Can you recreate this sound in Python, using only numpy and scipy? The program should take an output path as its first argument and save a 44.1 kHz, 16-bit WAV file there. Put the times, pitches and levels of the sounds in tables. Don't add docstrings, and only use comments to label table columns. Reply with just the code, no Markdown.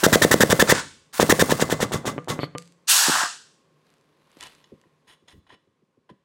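import sys
import numpy as np
from scipy import signal
from scipy.fft import rfft, irfft, next_fast_len
from scipy.io import wavfile

SR = 44100
rng = np.random.default_rng(int(sys.argv[2]) if len(sys.argv) > 2 else 0)


def wrap_up_sound(samples):
    columns = np.atleast_2d(samples).T
    tamed = np.clip(columns, -1, 1)
    steps = np.round(tamed * 32767).astype(np.int16)
    wavfile.write(sys.argv[1], SR, steps)


N = 275184
T = np.arange(N) / SR

# pitch_hz, level_db
RUB_TONE = [(200, -1), (600, 1.5), (1000, 0.5), (2200, -0.5), (4000, -2.5), (7000, -16.5), (11000, -12.5),
            (16000, -28.5)]
# pitch_hz, width_hz, level_db
FITTING_NOTES = [(1010, 37, 4), (1910, 120, 1), (2960, 40, 6), (3190, 69, 2), (3450, 82, 4), (3950, 50, 2),
                 (5300, 200, 1), (6600, 85, 9), (7050, 80, 7), (9000, 900, 2)]
# pitch_hz, level_db
PIPE_TONE = [(300, -39), (550, -16), (800, -1), (1300, 1.5), (1700, 2.5), (2100, -9.5), (3500, -36.5)]
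# start_s, knock_db, ringing_db
STALL_HITS = [(2.1802, -11.5, -16.5), (2.3911, -10.5, -18.5), (2.4326, -9, -20), (2.5509, -16, -14)]


def from_db(db):
    return 10 ** (np.asarray(db) / 20)


def unit_power(x):
    return x / np.sqrt(np.mean(x ** 2) + 1e-20)


def at_hz(points, hz):
    pitches, values = np.transpose(points)
    return np.interp(np.log(np.maximum(hz, 1)), np.log(pitches), values)


def cut(x, hz, kind, order=2):
    sections = signal.butter(order, np.clip(hz, 10, .48 * SR), kind, fs=SR, output="sos")
    return signal.sosfilt(sections, x + 1e-18)


def resonate(x, hz, width_hz):
    r = np.exp(-np.pi * width_hz / SR)
    feedback = [1, -2 * r * np.cos(2 * np.pi * hz / SR), r * r]
    return signal.lfilter(np.array([1, 0, -1]) * (1 - r * r) / 2, feedback, x + 1e-18)


def noise(tone):
    size = next_fast_len(N, True)
    gain = from_db(at_hz(tone, np.fft.rfftfreq(size, 1 / SR)))
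    return unit_power(irfft(rfft(rng.standard_normal(size)) * gain, size)[:N])


def wander(rate_hz):
    return unit_power(cut(rng.standard_normal(N), rate_hz, "low"))


def flutter(rate_hz, depth_db):
    return unit_power(from_db(depth_db * wander(rate_hz)))


def whistle(hz, width_hz):
    return unit_power(resonate(resonate(rng.standard_normal(N), hz, width_hz), hz, width_hz))


def howl(hz, width_hz):
    pitch = hz * (1 + .05 * wander(rate_hz=15))
    rough = cut(rng.standard_normal(N) + 1j * rng.standard_normal(N), width_hz / 2, "low")
    return unit_power(np.real(rough * np.exp(2j * np.pi * np.cumsum(pitch) / SR)))


def gate(start, end, rise_s, fall_s):
    return (1 - np.exp(-np.maximum(T - start, 0) / rise_s)) * np.exp(-np.clip((T - end) / fall_s, 0, 20))


def sag(start, db_per_s):
    return from_db(-db_per_s * np.maximum(T - start, 0))


def clicks(rows):
    s, db = np.transpose(rows)
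    return np.bincount(np.clip(np.round(s * SR).astype(int), 0, N - 1), from_db(db), N)


def blows(rows, notes, order=3):
    out = np.zeros(N + SR)
    for s, level_db, brightness_hz in rows:
        contact = cut(signal.unit_impulse(SR // 10), brightness_hz, "low", order=order)
        shape = sum(from_db(db) * resonate(contact, hz, width) for hz, width, db in notes)
        at = max(round(s * SR), 0)
        out[at:at + len(shape)] -= from_db(level_db) * shape / np.abs(shape).max()
    return out[:N]


def ringing(force, notes):
    out, at = 0, np.flatnonzero(force)
    for hz, db, ring_s in notes:
        r, turn = from_db(-60 / (ring_s * SR)), 2 * np.pi * hz / SR
        push = np.zeros(N)
        push[at] = force[at] * from_db(db + .84 * rng.standard_normal(len(at)))
        out = out + signal.lfilter([0, np.sin(turn)], [1, -2 * r * np.cos(turn), r * r], push + 1e-18)
    return out


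def shop():
    # pitch_hz, level_db
    tone = [(15, -44.5), (25, -27), (92, -13), (153, -2.5), (217, -6.5), (451, -6), (734, -17.5),
            (1130, -11.5), (1260, -19.5), (1520, -19), (1790, -19.5), (9320, -35), (16000, -49.5)]
    # pitch_hz, level_db
    notes = [(150.7, -76), (543.7, -81), (1071, -80), (1222, -88)]
    hum = sum(from_db(db) * np.sqrt(2) * np.sin(2 * np.pi * hz * T) * flutter(rate_hz=5, depth_db=2.5)
              for hz, db in notes)
    return (from_db(-67) * noise(tone) + hum) * from_db(np.interp(T, [4.7, 5.9], [1, -7]))


def room(x, build_s):
    # pitch_hz, fade_s
    fade_times = [(100, 0.58), (500, 0.26), (2000, 0.41), (6000, 0.72), (10000, 0.11), (16000, 0.23)]
    t, tail = T[:SR], 0
    edges = np.geomspace(40, 20000, 10)
    for low, high in zip(edges, edges[1:]):
        fade_s = at_hz(fade_times, np.sqrt(low * high))
        tail = tail + cut(rng.standard_normal(SR), [low, high], "band") * from_db(-60 * t / fade_s)
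    tail = tail * (1 - np.exp(-(t / build_s) ** 2))
    return signal.fftconvolve(x, tail / np.sqrt(np.sum(tail ** 2)))[:N]


def near_echoes(x):
    # delay_s, level_db
    echoes = [(.0009, -23), (.0023, -17.5), (.0041, -15.5)]
    treble = cut(x, 2200, "high")
    return x + sum(from_db(db) * np.interp(T - delay, T, treble, left=0) for delay, db in echoes)


def arm():
    # loudest_s, level_db, fade_db_per_s
    sweeps = [(3.9, -69, 100), (4.45, -52.5, 120), (4.5, -68, 28)]
    swell = sum(from_db(db - fade * np.abs(T - s)) for s, db, fade in sweeps)
    sleeve = swell * noise(RUB_TONE) * flutter(rate_hz=270, depth_db=3.5)
    rumble = noise([(25, -5), (75, -.5), (130, -10), (400, -14.5), (900, -52.5)])
    return sleeve + from_db(-48.5) * gate(5.33, 5.385, .0049, .012) * rumble


def steel(scrape):
    return .55 * scrape + sum(from_db(db) * resonate(scrape, hz, width) for hz, width, db in FITTING_NOTES)


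def rubbing():
    # start_s, length_s, level_db, brightness_hz
    rubs = [(4.395, 0.075, -44, 7500), (5.07, 0.066, -53.5, 14000), (5.275, 0.023, -51.5, 9080),
            (5.307, 0.023, -56, 14000), (5.465, 0.01, -56, 2500), (5.489, 0.056, -51.5, 2400),
            (6.09, 0.006, -45, 1800)]
    grit = noise(RUB_TONE) * flutter(rate_hz=100, depth_db=2)
    grit = grit / np.std(steel(grit))
    return steel(sum(from_db(db) * gate(s, s + length, .0054, .0096) * cut(grit, hz, "low", order=1)
                     for s, length, db, hz in rubs))


def ticks_and_clinks():
    # start_s, level_db
    sharp = [(2.245, -42), (2.5828, -19), (2.6235, -36), (4.409, -27), (4.428, -28), (4.437, -29),
             (4.470, -35), (4.8145, -49), (5.307, -47)]
    # start_s, end_s, level_db
    spells = [(2.57, 2.72, -44.5), (3.88, 4, -55), (4.33, 4.56, -48)]
    # start_s, level_db, brightness_hz
    clinks = [(4.43, -34.5, 2980), (4.642, -42, 5500), (4.8145, -57.5, 2500), (4.838, -52.5, 2000),
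              (5.284, -41, 7000), (5.467, -54, 1800), (5.503, -40.5, 1787), (6.094, -42, 1450)]
    crack = cut(rng.standard_normal(SR // 50), [2200, 8000], "band") * np.exp(-T[:SR // 50] / .00054)
    gap_s = .03
    faint = [(s + gap_s * rng.uniform(-.5, .5), db + rng.normal(0, 2.5))
             for start, end, db in spells for s in np.arange(start, end, gap_s)]
    ticks = signal.oaconvolve(clicks(sharp + faint), crack / np.abs(crack).max())[:N]
    return ticks + blows(clinks, FITTING_NOTES, order=5)


def thuds():
    # start_s, level_db
    pushes = [(4.719, -38.5), (4.854, -52.5), (5.221, -57.5), (5.524, -49.5), (5.672, -58.5), (5.82, -60.5),
              (5.972, -55), (6.099, -41.5)]
    t, start_hz, end_hz, sink_s = T[:SR // 10], 540, 75, .013
    pitch = end_hz + (start_hz - end_hz) * np.exp(-t / sink_s)
    shape = np.sin(2 * np.pi * np.cumsum(pitch) / SR) * t * np.exp(-t / .0066)
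    thumps = signal.oaconvolve(clicks(pushes), shape / np.abs(shape).max())[:N]
    swell = sum(from_db(db) * gate(s, s + .016, .0059, .016) for s, db in pushes)
    crumble = swell * noise([(40, -18), (120, 5.5), (330, -.5), (520, -4), (900, -35.5), (4000, -65)])
    return from_db(-1.5) * thumps + from_db(-7.5) * crumble


def bumps():
    # start_s, level_db
    hits = [(2.162, -26), (3.083, -14.5), (3.095, -13), (3.233, -29.5), (4.369, -42)]
    dull = blows([(s, db, 560) for s, db in hits], notes=[(162.7, 54, -6), (273, 120, 0)])
    return cut(dull, 140, "high", order=3)


def escaping_air(tone, flow, full_db, top_hz, rough_db):
    hiss = noise(tone) * flutter(rate_hz=340, depth_db=rough_db)
    dull = signal.sosfiltfilt(signal.butter(4, top_hz, fs=SR, output="sos"), hiss)
    pressure = np.minimum(flow / from_db(full_db), 1)
    return flow * (dull + pressure * (hiss - dull))


def leak():
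    # pitch_hz, level_db
    tone = [(200, -7), (600, -8.5), (900, 2), (1600, 2.5), (2400, -3.5), (5000, -4), (9000, -3.5),
            (12000, -10.5), (16000, -7)]
    # start_s, end_s, fade_s
    presses = [(-.05, .72, .016), (1.127, 1.52, .25)]
    # start_s, end_s, level_db
    spare_air = [(.671, .712, -20), (.74, .795, -26.5)]
    held = sum(gate(start, end, .012, fade_s) * sag(start, db_per_s=3) for start, end, fade_s in presses)
    held = from_db(-33.8) * held * sag(1.93, db_per_s=55)
    puffs = sum(from_db(db) * gate(start, end, .012, .02) for start, end, db in spare_air)
    hiss = escaping_air(tone, held, full_db=-37.5, top_hz=9500, rough_db=2.5)
    puff_hiss = escaping_air(tone, puffs, full_db=-12, top_hz=9000, rough_db=2.5)
    return hiss + puff_hiss + from_db(-5) * puffs * noise(PIPE_TONE)


def vent():
    # pitch_hz, level_db
    tone = [(300, -47.5), (600, -25.5), (830, -7.5), (1130, -3.5), (1530, -1), (2180, -9), (2750, 2),
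            (3200, 0), (4240, 2), (8100, 2.1), (12000, -2), (16000, -10)]
    opens_s, empty_s, shut_s = 2.869, 3.225, 3.36
    opening = 1 - np.exp(-(np.maximum(T - opens_s, 0) / .02) ** 2)
    flow = from_db(-12) * opening * gate(opens_s, empty_s, .003, .078)
    flow = flow * sag(opens_s, db_per_s=38) * sag(shut_s, db_per_s=200)
    pipe = from_db(-23.6) * opening * gate(opens_s, empty_s + .012, rise_s=.11, fall_s=.024)
    jet = escaping_air(tone, flow, full_db=-13, top_hz=9000, rough_db=1.1)
    return jet + pipe * noise(PIPE_TONE) * flutter(rate_hz=200, depth_db=2.2)


def strokes():
    # start_s, drive_db (0 is full pressure, less is weaker)
    openings = [(.035, 0), (.127, 0), (.219, 0), (.312, -.1), (.405, -.1), (.4995, -1.0), (.595, 0),
                (.694, -.2), (1.2, -1.8), (1.295, 0), (1.394, -.6), (1.4944, -3), (1.5965, -4), (1.699, -6),
                (1.803, -7), (1.919, -11.5), (2.054, -13), (2.283, -15)]
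    travel_s, shortens_s_per_db, stuck_db = .030, .00058, -3
    return [(s, s + travel_s + shortens_s_per_db * drive, drive, np.clip(drive / stuck_db, 0, 1))
            for s, drive in openings]


def oil_valve():
    # pitch_hz, width_hz, level_db
    squeak_notes = [(2072, 340, -44), (3280, 1200, -42.5), (4400, 260, -40), (7630, 1100, -63),
                    (11350, 970, -60)]
    # time_s, pitch_hz, level_db
    song_path = [(.07, 660, -21.5), (.16, 645, -21.5), (.4, 660, -38), (1.3, 1140, -38), (1.55, 1150, -30),
                 (2.32, 1167, -31)]
    squeak = sum(from_db(db) * whistle(hz, width) for hz, width, db in squeak_notes)
    times, pitches, levels = np.transpose(song_path)
    squirts = sum(gate(lands + .009, lands + .02, .003, .0079) for _, lands, *_ in strokes())
    pitch = np.interp(T, times, pitches) * (1 + .055 * wander(rate_hz=150))
    song = unit_power(np.sin(2 * np.pi * np.cumsum(pitch) / SR)) * flutter(rate_hz=120, depth_db=3)
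    return gate(2.392, 2.445, .016, .01) * squeak + from_db(np.interp(T, times, levels)) * squirts * song


def shudder():
    # pitch_hz, level_db
    tone = [(40, -21.5), (95, -1.5), (140, 5.5), (200, -4.5), (265, 3), (400, -10), (560, -6.5), (750, -14),
            (1100, -14.5), (2000, -24), (3500, -49)]
    forward = back = 0
    for opens, lands, drive, _ in strokes():
        forward += from_db(-28.5 + .25 * drive) * gate(opens, lands + .02, .004, .011)
        return_s = .04 - .0052 * drive
        back += from_db(-38 - .3 * drive) * gate(lands, lands + return_s, .01, .008) * sag(lands, 50)
    return (forward + back) * noise(tone) * flutter(rate_hz=120, depth_db=2)


def stall_knocks():
    # pitch_hz, width_hz, level_db
    notes = [(146, 44, 11), (275, 90, 7.5), (358, 90, 1), (540, 120, -4.5), (1020, 99, -5.5),
             (1900, 600, -20.5), (3100, 400, -20)]
    hits = [(s, db, 2600) for s, db, _ in STALL_HITS]
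    bounces = [(s + .007, db - 7, hz) for s, db, hz in hits]
    return blows(hits + bounces, notes, order=6)


def stall_ringing():
    # pitch_hz, level_db, ring_s
    notes = [(172, -25, .55), (490, -20, 0.2), (1070, -24, .06), (1200, -20, .17), (1950, -33, .06),
             (3000, -28.5, .06)]
    force = clicks([(s, ringing_db) for s, _, ringing_db in STALL_HITS])
    return cut(ringing(force, notes), 3500, "low", order=3)


def frame_ringing(landings):
    # pitch_hz, level_db, ring_s
    notes = [(86, -40, 0.14), (156, -28.3, .22), (261, -29.3, .15), (348, -40.5, .1), (499, -34, .14),
             (520, -39.5, 0.12), (1109, -42.5, 0.42), (1685, -47.5, 0.14), (2040, -33, 0.21)]
    return ringing(clicks(landings) ** .08, notes) * flutter(rate_hz=60, depth_db=1.5)


def air_valve():
    # pitch_hz, width_hz, level_db
    notes = [(305, 270, -2), (549.2, 680, 5.5), (1003, 1500, -13.5), (1900, 2700, -11), (3200, 900, -30)]
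    hits = [(1.198, 5.5, 1250)]
    for opens, _, drive, stick in strokes():
        free = np.array([opens - .0035, -12, 600])
        stuck = np.array([opens - .008, -20 + .2 * drive, 820])
        home = (opens, -8 + .65 * drive - 9 * (1 - stick), 1300)
        hits += [free + stick * (stuck - free), home]
    return blows(hits, notes)


def exhaust():
    # pitch_hz, level_db
    tone = [(30, -19), (110, -1), (300, -5), (650, -7.5), (1000, 0.5), (1900, -5), (2400, -9), (3700, -5),
            (4300, -10), (7000, -7.5), (12000, -19.5), (16000, -27.5)]
    # pitch_hz, width_hz, level_db
    notes = [(1741, 330, 9.7), (3720, 200, -1), (5600, 300, -5), (7400, 300, -4.5)]
    snap_db, stick_loss_db = 3, 12
    flow, puff = np.zeros(N), np.zeros(N)
    for opens, lands, drive, stick in strokes():
        land_db = -14.8 + .7 * drive
        open_db = land_db + snap_db - stick_loss_db * stick
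        strength = from_db(np.interp(T, [opens, lands - .006], [open_db, land_db]))
        flow += strength * gate(opens - .0005, lands, rise_s=.0012, fall_s=.001 + .0015 * abs(drive))
        puff += from_db(open_db) * gate(opens, opens + .0066, .0023, .0012)
    jet = flow * flutter(rate_hz=220, depth_db=1.9) * noise(tone)
    spit = flow ** 2 * noise([(4000, -22), (8000, -3.5), (11000, -1.5), (16000, 0)])
    honk = flow ** 2 * sum(from_db(db) * howl(hz, width) for hz, width, db in notes)
    puff *= noise([(40, -11), (110, -3), (300, 2), (500, 0), (900, -30)])
    return from_db(-2.8) * jet + from_db(3.5) * spit + honk + from_db(1.5) * puff


def piston_knocks(landings):
    # pitch_hz, width_hz, level_db
    notes = [(200, 390, 1.5), (455, 120, -1.5)]
    return blows([(s, db, 690) for s, db in landings], notes, order=4)


def scene():
    landings = [(lands, 2.5 + 1.32 * drive) for _, lands, drive, _ in strokes()]  # start_s, level_db
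    rings = frame_ringing(landings) + stall_ringing()
    knocks = piston_knocks(landings) + air_valve() + stall_knocks() + bumps()
    blast = near_echoes(exhaust()) + oil_valve() + shudder()
    hiss = near_echoes(leak() + vent())
    hands = thuds() + rubbing() + ticks_and_clinks() + arm()
    into_room = from_db(-15.5) * (knocks + hands) + from_db(-22.5) * blast + from_db(-11.5) * hiss
    return (knocks + rings + blast + hiss + hands + room(into_room, build_s=.0019) + shop())[None]


def record(dry):
    ceiling, top_hz = .97, 16000
    rounded = ceiling * np.tanh(cut(dry, 52, "high", order=1) / ceiling)
    return signal.sosfilt(signal.ellip(10, .1, 80, top_hz, fs=SR, output="sos"), rounded)


dry = scene()
out = record(dry)
wrap_up_sound(out)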